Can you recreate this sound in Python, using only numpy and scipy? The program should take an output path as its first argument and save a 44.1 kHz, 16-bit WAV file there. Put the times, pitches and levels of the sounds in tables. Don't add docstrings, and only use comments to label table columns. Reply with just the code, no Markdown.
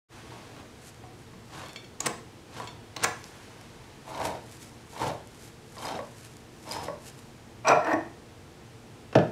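import sys
import numpy as np
from scipy import signal
from scipy.fft import rfft, irfft
from scipy.io import wavfile

SR = 44100
rng = np.random.default_rng(int(sys.argv[2]) if len(sys.argv) > 2 else 0)


def waveform_to_disk(signal):
    frames = np.transpose(np.atleast_2d(signal))
    scaled = np.clip(frames, -1, 1) * 32767
    samples = np.round(scaled).astype(np.int16)
    wavfile.write(sys.argv[1], SR, samples)


N = 410571


def from_db(db):
    return 10 ** (np.asarray(db) / 20)


def in_time(points):
    return np.interp(np.arange(N) / SR, *np.transpose(points))


def at_hz(points, hz):
    f, value = np.transpose(points)
    return np.interp(np.log(np.maximum(hz, 1)), np.log(f), value)


def through(x, response):
    return signal.oaconvolve(x, response)[:len(x)]


def colour(spectrum, size=4096):
    hz = np.arange(size // 2 + 1) * SR / size
    cepstrum = irfft(np.log(from_db(at_hz(spectrum, hz))))
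    cepstrum[1:size // 2] *= 2
    cepstrum[size // 2 + 1:] = 0
    response = irfft(np.exp(rfft(cepstrum)))
    return response / np.linalg.norm(response)


def body(modes):
    t = np.arange(SR // 2) / SR
    response = 0
    for k, (hz, width, db) in enumerate(modes):
        decay = from_db(db) * width * np.exp(-np.pi * width * t)
        response += (-1) ** k * decay * np.sin(2 * np.pi * hz * t)
    return response / np.linalg.norm(response)


def strike(hits, modes):
    force, response = np.zeros(N), body(modes)
    for s, db in hits:
        force[int(s * SR)] += from_db(db)
    return through(force, response / np.abs(response).max())


def chatter(hits, t60):
    out, t = np.zeros(N), np.arange(SR // 10) / SR
    for s, db in hits:
        at = int(s * SR)
        burst = from_db(db - 60 * t / t60) * rng.standard_normal(len(t))
        out[at:at + len(t)] += burst[:N - at]
    return out


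def friction(per_s, spread_db, judder_db, judder_per_s):
    slips = (rng.random(N) < per_s / SR) * rng.choice([-1, 1], N)
    sizes = from_db(spread_db * np.minimum(rng.exponential(1, N), 4))
    judder = np.interp(np.arange(N) * judder_per_s / SR, np.arange(N), rng.standard_normal(N))
    force = slips * sizes * from_db(judder_db * judder)
    return force / np.sqrt(np.mean(force ** 2) + 1e-20)


def swell(s, db, rise_s, fall_s, hold_s=0):
    t = np.arange(N) / SR
    away = np.maximum((s - t) / rise_s, (t - s - hold_s) / fall_s)
    return from_db(db - 20 * np.clip(away, 0, 6))


def swells(rows):
    return sum(swell(*row) for row in rows)


def gliding_resonance(x, hz, width_hz):
    carrier = np.exp(2j * np.pi * np.cumsum(hz) / SR)
    pole = np.exp(-np.pi * width_hz / SR)
    ringing = carrier * signal.lfilter([1], [1, -pole], x / carrier + 1e-18)
    return np.sqrt(2 * (1 - pole * pole)) * ringing.imag


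# f/Hz, level/dB
RUMBLE_EQ = [(15, -50), (25, -12.5), (53, -10.5), (113, -0.5), (198, -10), (233, -2.5), (260, -9.5),
             (349, -6.5), (399, -13.5), (445, -6.5), (552, -16), (826, -16), (1170, -21.5), (8350, -34),
             (15500, -46)]
HISS_EQ = [(200, -23), (700, -1), (2500, -5.5), (6000, -11), (10000, -17.5), (16000, -35)]

def room_tone():
    noise = rng.standard_normal((3, N))
    rumble = from_db(-49.5) * through(noise[0], colour(RUMBLE_EQ))
    hum = from_db(-58.5) * through(noise[1], body([(116.8, 3.6, 0)]))
    hiss = from_db(-60.5) * through(noise[2], colour(HISS_EQ))
    return rumble + hum + hiss


# t/s, level/dB, rise/s, fall/s
HAND_SWISHES = [(.18, -56, 0.14, 0.082), (.32, -51.5, 0.47, 0.97), (3.35, -54, 1, 2.6)]
TABLE_BRUSHES = [(.31, -53, 0.13, 0.35), (.605, -50, 0.14, 0.052)]
STEEL_RUBS = [(.882, -46.5, 0.095, 0.029), (1.2, -61, .1, .1), (1.56, -54, 0.15, 0.35),
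              (2.58, -53, .1, .15), (3.25, -58.5, 0.22, .45), (4.1, -56, .05, 0.062),
              (4.254, -39.5, .025, 0.034), (4.53, -53, 0.12, 0.15), (4.624, -50.5, .03, 0.11),
              (5.072, -49, 0.018, 0.046), (5.455, -51, 0.2, 0.081), (6.25, -54, 0.32, 0.19),
              (6.714, -51, 0.01, 0.041), (6.843, -46.5, 0.024, .03), (7.082, -46, 0.069, 0.031),
              (7.186, -59, 0.22, .25)]
# t/s, level/dB
GLOVE_SNAPS = [(0.9448, -40), (3.6122, -31), (4.1774, -30), (4.5227, -34), (5.2734, -35), (6.2492, -29.5),
               (6.3684, -32.5), (6.7354, -23), (7.191, -34)]
# f/Hz, level/dB
BRUSH_EQ = [(100, -5), (450, -1.5), (1000, -4.5), (1500, -15), (3000, -14), (12000, -34)]
RUBBER_EQ = [(300, -27), (1500, 1.5), (4000, -0.5), (7500, 2.5), (11000, -2.5), (13500, -9.5), (16000, -28)]

def gloves():
    slips = friction(6000, spread_db=4, judder_db=2.5, judder_per_s=170)
    crinkles = from_db(-10) * friction(70, spread_db=7.5, judder_db=6.5, judder_per_s=20)
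    turning = sum(swell(fastest_s, db, rise_s=0.2, fall_s=0.15) for _, _, fastest_s, *_, db in TURNS)
    rubbing = (swells(STEEL_RUBS) + turning) * (slips + crinkles)
    snapping = from_db(-8) * chatter(GLOVE_SNAPS, t60=0.0063)
    swishing = swells(HAND_SWISHES) * through(rng.standard_normal(N), colour(HISS_EQ))
    brushing = through(swells(TABLE_BRUSHES) * slips, colour(BRUSH_EQ))
    return through(rubbing + snapping, colour(RUBBER_EQ)) + brushing + from_db(-1.5) * swishing


# t/s, level/dB, f/Hz
KNOCKS = [(0.319, -41.5, 930), (1.038, -43, 750), (1.334, -44, 200), (1.635, -37.5, 1063),
          (2.600, -27.5, 982), (4.078, -40, 990), (4.202, -28.5, 850), (5.016, -29, 870), (5.101, -33, 580),
          (5.768, -38.5, 1045), (5.848, -30, 940), (5.990, -28, 555), (6.883, -26.5, 579),
          (7.700, -17.5, 1274), (7.934, -26, 321)]
# t/s, level/dB
SPRING_PINGS = [(1.660, -43), (1.692, -42), (1.760, -35.5), (1.844, -46), (2.620, -47), (2.643, -55),
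                (2.6735, -37)]
# t/s, level/dB, f/Hz, width/Hz
STEEL_TINGS = [(1.760, -40, 2290, 18), (2.5762, -38, 5200, 500), (2.643, -43, 7900, 150),
               (2.969, -45, 4370, 25), (3.2418, -26, 5560, 1200), (5.783, -32, 4800, 270),
               (5.829, -37, 3120, 120), (5.853, -33, 4960, 59), (6.712, -26.5, 4950, 60.7),
               (7.701, -24, 2380, 110), (7.933, -27, 1940, 130)]
# f/Hz, width/Hz, level/dB
HOUSING_MODES = [(305, 48, -8), (460, 98, -3.5), (569, 67, -5.5), (656, 67, -2.5), (838, 91, -2),
                 (1031, 114, 0.5), (1129, 44, 2), (1400, 110, -12), (1910, 180, -8)]
SPRING_MODES = [(2216, 26, -4), (2680, 44, -9), (3275, 66, -5), (3530, 7, 2), (4380, 28, -2.5),
                (5478, 15, -9), (7050, 20, -9.5), (7460, 36, -17)]
# f/Hz, level/dB
CRACK_EQ = [(150, -27), (600, -1), (2100, 3), (3600, -3), (6500, -1.5), (9000, -13), (10500, -27),
            (13700, -27), (16000, -8)]

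def loose_parts(knock_width_hz=40):
    knocks = from_db(1) * sum(strike([(s, db)], [(hz, knock_width_hz, 0)]) for s, db, hz in KNOCKS)
    housing = from_db(0.5) * strike([(s, db) for s, db, _ in KNOCKS], HOUSING_MODES)
    pings = from_db(5) * strike(SPRING_PINGS, SPRING_MODES)
    ticks = from_db(-4) * through(chatter(SPRING_PINGS, t60=0.035), colour(CRACK_EQ))
    tings = sum(strike([(s, db)], [(hz, width, 0)]) for s, db, hz, width in STEEL_TINGS)
    return knocks + housing + pings + ticks + tings


# t/s, length/s, level/dB
TAKE_UPS = [(1.542, 0.084, -45), (2.56, 0.055, -44)]
# trip t/s, crack level/dB, ring f/Hz, ring level/dB, home t/s, level/dB, housing level/dB, clack f/Hz
PRESSES = [(2.0051, -27.5, 6850, -20.5, 2.0614, -19.5, -21, 1090),
           (2.9662, -33, 3950, -29.5, 3.0374, -16.5, -16, 2080)]
# f/Hz, level/dB
SLIDE_EQ = [(100, 2), (450, -4.5), (1050, 1), (2000, -7.5), (3500, -8), (6000, -14), (9000, -22),
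            (11000, -36), (16000, -63)]

def button_slides(glide_db=-49, rush_db=-11):
    t = np.arange(N) / SR
    travel = sum(swell(s, db, rise_s=0.062, fall_s=0.15, hold_s=length) for s, length, db in TAKE_UPS)
    for trip_s, *_, home_s, _, knock_db, _ in PRESSES:
        travel += from_db(glide_db) * (t > trip_s) * (t < home_s)
        travel += swell(home_s, knock_db + rush_db, rise_s=0.025, fall_s=0.02)
    slips = friction(5000, spread_db=4, judder_db=2, judder_per_s=160)
    return travel * through(slips, colour(SLIDE_EQ))


# t/s, crack level/dB, ring f/Hz, ring level/dB, housing level/dB
SNAP_CONTACTS = [(-.0028, -12, 8800, -11, -20), (0, -4.5, 8750, -3.5, -9.5), (.0045, -.5, 7670, 0, -6),
                 (.0084, -5.5, 6500, -9, -4)]

def button_snaps(ring_width_hz=700, creep_s=0.0026, creep_db=-31, trip_knock_db=-32, clack_db=-1):
    cracks, rings, knocks = [], [], []
    for trip_s, trip_db, trip_hz, trip_ring_db, home_s, home_db, knock_db, clack_hz in PRESSES:
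        cracks.append((trip_s - creep_s, creep_db))
        cracks.append((trip_s, trip_db))
        rings.append((trip_s, trip_ring_db, trip_hz))
        knocks.append((trip_s, trip_knock_db))
        last_contact_s = home_s + SNAP_CONTACTS[-1][0]
        rings.append((last_contact_s, home_db + clack_db, clack_hz))
        for delay, crack_db, hz, ring_db, housing_db in SNAP_CONTACTS:
            cracks.append((home_s + delay, home_db + crack_db))
            rings.append((home_s + delay, home_db + ring_db, hz))
            knocks.append((home_s + delay, knock_db + housing_db))
    cracking = through(chatter(cracks, t60=0.018), colour(CRACK_EQ))
    ringing = sum(through(chatter([(s, db)], t60=0.015), body([(hz, ring_width_hz, 0)]))
                  for s, db, hz in rings)
    return cracking + ringing + strike(knocks, HOUSING_MODES)


# grip t/s, steady level/dB, fastest t/s, surge level/dB, rise/s, fall/s,
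# stop t/s, grit level/dB relative to the thread, glove level/dB
TURNS = [(4.082, -45, 4.25, -33, 0.15, 0.077, 4.375, -18, -49),
         (4.94, -49, 5.03, -30.5, 0.062, 0.18, 5.1, -12, -47),
         (5.778, -47, 5.856, -38, 0.033, 0.3, 5.96, -8, -47),
         (6.675, -51.5, 6.745, -40, 0.2, 0.3, 6.86, -11, -47)]
# f/Hz, level/dB
THREAD_EQ = [(60, 0), (115, -2.5), (230, -3.5), (380, -9.5), (550, 1), (950, -2), (1400, -5.5), (2500, -12),
             (5000, -16), (8000, -28), (16000, -38)]
# f/Hz, width/Hz, level/dB
KNOB_MODES = [(2250, 220, 0), (3110, 150, 0), (3730, 91, 3), (4210, 54, 4.5), (5420, 57, -0.5),
              (6130, 170, -7)]

def knob(note_hz=968, stop_hz=540, sing_hz=5200, attack_s=0.047, release_s=0.076):
    efforts, pitch, looseness = [], [], 0
    for grip_s, steady_db, fastest_s, surge_db, rise_s, fall_s, stop_s, grit_db, _ in TURNS:
        moving = swell(grip_s, 0, attack_s, release_s, hold_s=stop_s - grip_s)
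        wrist_twist = swell(fastest_s, surge_db, rise_s, fall_s)
        effort = moving * (from_db(steady_db) + wrist_twist)
        efforts.append(effort)
        looseness += effort * from_db(grit_db)
        pitch += [(grip_s - attack_s, note_hz), (fastest_s, note_hz), (stop_s + release_s, stop_hz)]
    grinding = friction(2600, spread_db=2.5, judder_db=2.5, judder_per_s=110)
    slips = sum(efforts) * grinding
    hard_slips = looseness * friction(900, spread_db=5, judder_db=7, judder_per_s=90)
    thread = from_db(-5) * through(slips, colour(THREAD_EQ))
    note = from_db(-5.5) * gliding_resonance(slips, in_time(pitch), width_hz=160)
    grit = through(hard_slips, body(KNOB_MODES))
    singing = from_db(-14) * through(efforts[-1] * grinding, body([(sing_hz, 60, 0)]))
    return thread + note + grit + singing


# t/s, level/dB
PULL_ENVELOPE = [(7.638, -54), (7.652, -27), (7.668, -32), (7.68, -17), (7.71, -19.5), (7.745, -27.5),
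                 (7.81, -41.5), (7.87, -26.5), (7.938, -25), (7.955, -60)]
# t/s, level/dB
EDGE_CLINKS = [(7.673, -36), (7.6822, -27), (7.6865, -25), (7.846, -48), (7.911, -54), (7.932, -42)]
# f/Hz, width/Hz, level/dB
BRACED_MODES = [(471, 8.6, 1.5), (606, 25.8, -5.5), (703, 21, 4.5), (715, 21, 2), (997, 27, -3.5),
                (1047, 35, -2), (1154, 21, -6), (1340, 8.4, 1), (1368, 26, -2), (2375, 25, -3),
                (2525, 47, -8), (5820, 120, -30), (12230, 60, -50)]
FREE_MODES = [(317, 38, -1), (466, 19, -6), (689, 44, 6), (752, 88, 3), (1060, 42, -14), (1764, 92, -4),
              (1876, 45, -1.5), (5930, 120, -34), (12000, 55, -35), (12900, 70, -35)]
EDGE_MODES = [(4020, 380, -3.5), (5080, 97, 2), (5730, 54, 9), (6010, 130, 3), (7790, 110, 0.5),
              (12200, 28, -10), (12500, 46, -15)]
# f/Hz, level/dB
SCRAPE_EQ = [(60, -57), (140, -2.5), (400, -2), (700, 9.5), (1300, -0.5), (2400, -11), (3200, -19.5),
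             (6000, -26), (9000, -31.5), (16000, -57)]

def core_pull(clear_s=7.77, clearing_s=0.088):
    t = np.arange(N) / SR
    pulling = (t > PULL_ENVELOPE[0][0]) * (t < PULL_ENVELOPE[-1][0])
    effort = from_db(in_time(PULL_ENVELOPE)) * pulling
    slips = effort * friction(4000, spread_db=0.5, judder_db=2, judder_per_s=140)
    freed = np.clip(0.5 + (t - clear_s) / clearing_s, 0.05, 0.95)
    braced = through(slips * np.sqrt(1 - freed), body(BRACED_MODES))
    free = through(slips * np.sqrt(freed), body(FREE_MODES))
    scrape = from_db(-3.5) * through(slips, colour(SCRAPE_EQ))
    clinks = from_db(8) * strike(EDGE_CLINKS, EDGE_MODES)
    return from_db(-2) * (braced + free) + scrape + clinks


# t/s, boom level/dB, rattle level/dB
LANDINGS = [(9.1277, -36.5, -36), (9.1527, -17.5, -18.5), (9.1545, -5, -28), (9.1607, -22, -29),
            (9.1867, -36, -29)]
# f/Hz, width/Hz, level/dB
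TABLE_MODES = [(122, 23, 4), (180, 46, 4), (249, 76, 4.5), (352, 39, 1.5), (430, 62, 2.5), (576, 41, 5.5),
               (634, 68, 5.5), (753, 210, -3)]
# f/Hz, level/dB
RATTLE_EQ = [(100, -1), (600, 0), (1300, 3.5), (2300, -7), (3000, -3.5), (3800, -11.5), (5600, -15),
             (7000, -25), (10000, -34.5), (16000, -50)]

def core_landing():
    boom = strike([(s, db) for s, db, _ in LANDINGS], TABLE_MODES)
    rattle = chatter([(s, db) for s, _, db in LANDINGS], t60=0.046)
    return from_db(0.5) * boom + through(rattle, colour(RATTLE_EQ))


# f/Hz, level/dB
REVERB_EQ = [(100, 4), (400, 3), (1000, -1.5), (3000, -5), (8000, -12.5), (15000, -13)]
# f/Hz, t60/s
REVERB_T60 = [(100, 0.39), (500, 0.35), (1500, 0.41), (5000, 0.46), (15000, 0.32)]

def room(x, build_up_s=0.0038):
    t, tail = np.arange(SR * 3 // 4) / SR, 0
    onset = 1 - np.exp(-(t / build_up_s) ** 2)
    edges = np.geomspace(63, 16000, 25)
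    for low, high in zip(edges, edges[1:]):
        band = signal.butter(3, [low, high], "band", fs=SR, output="sos")
        centre = np.sqrt(low * high)
        decay = from_db(-60 * t / at_hz(REVERB_T60, centre))
        echoes = signal.sosfilt(band, rng.standard_normal(2 * len(t)))[len(t):] * onset * decay
        gain = np.sqrt(2 * (high - low) / SR) * from_db(at_hz(REVERB_EQ, centre))
        tail += gain * echoes / np.linalg.norm(echoes)
    return x + through(x, tail)


def scene(low_cut_hz=85):
    buttons = button_slides() + button_snaps()
    handling = buttons + loose_parts() + knob() + core_pull() + core_landing() + gloves()
    low_cut = signal.butter(3, low_cut_hz, "high", fs=SR, output="sos")
    return (room(signal.sosfilt(low_cut, handling)) + room_tone())[None]


def record(dry, start_s=0.085, fade_s=0.045, high_cut_hz=15600):
    fade = np.clip((np.arange(N) / SR - start_s) / fade_s, 0, 1)
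    high_cut = signal.ellip(12, 0.1, 80, high_cut_hz, fs=SR, output="sos")
    return signal.sosfilt(high_cut, dry * fade)


dry = scene()
out = record(dry)
waveform_to_disk(out)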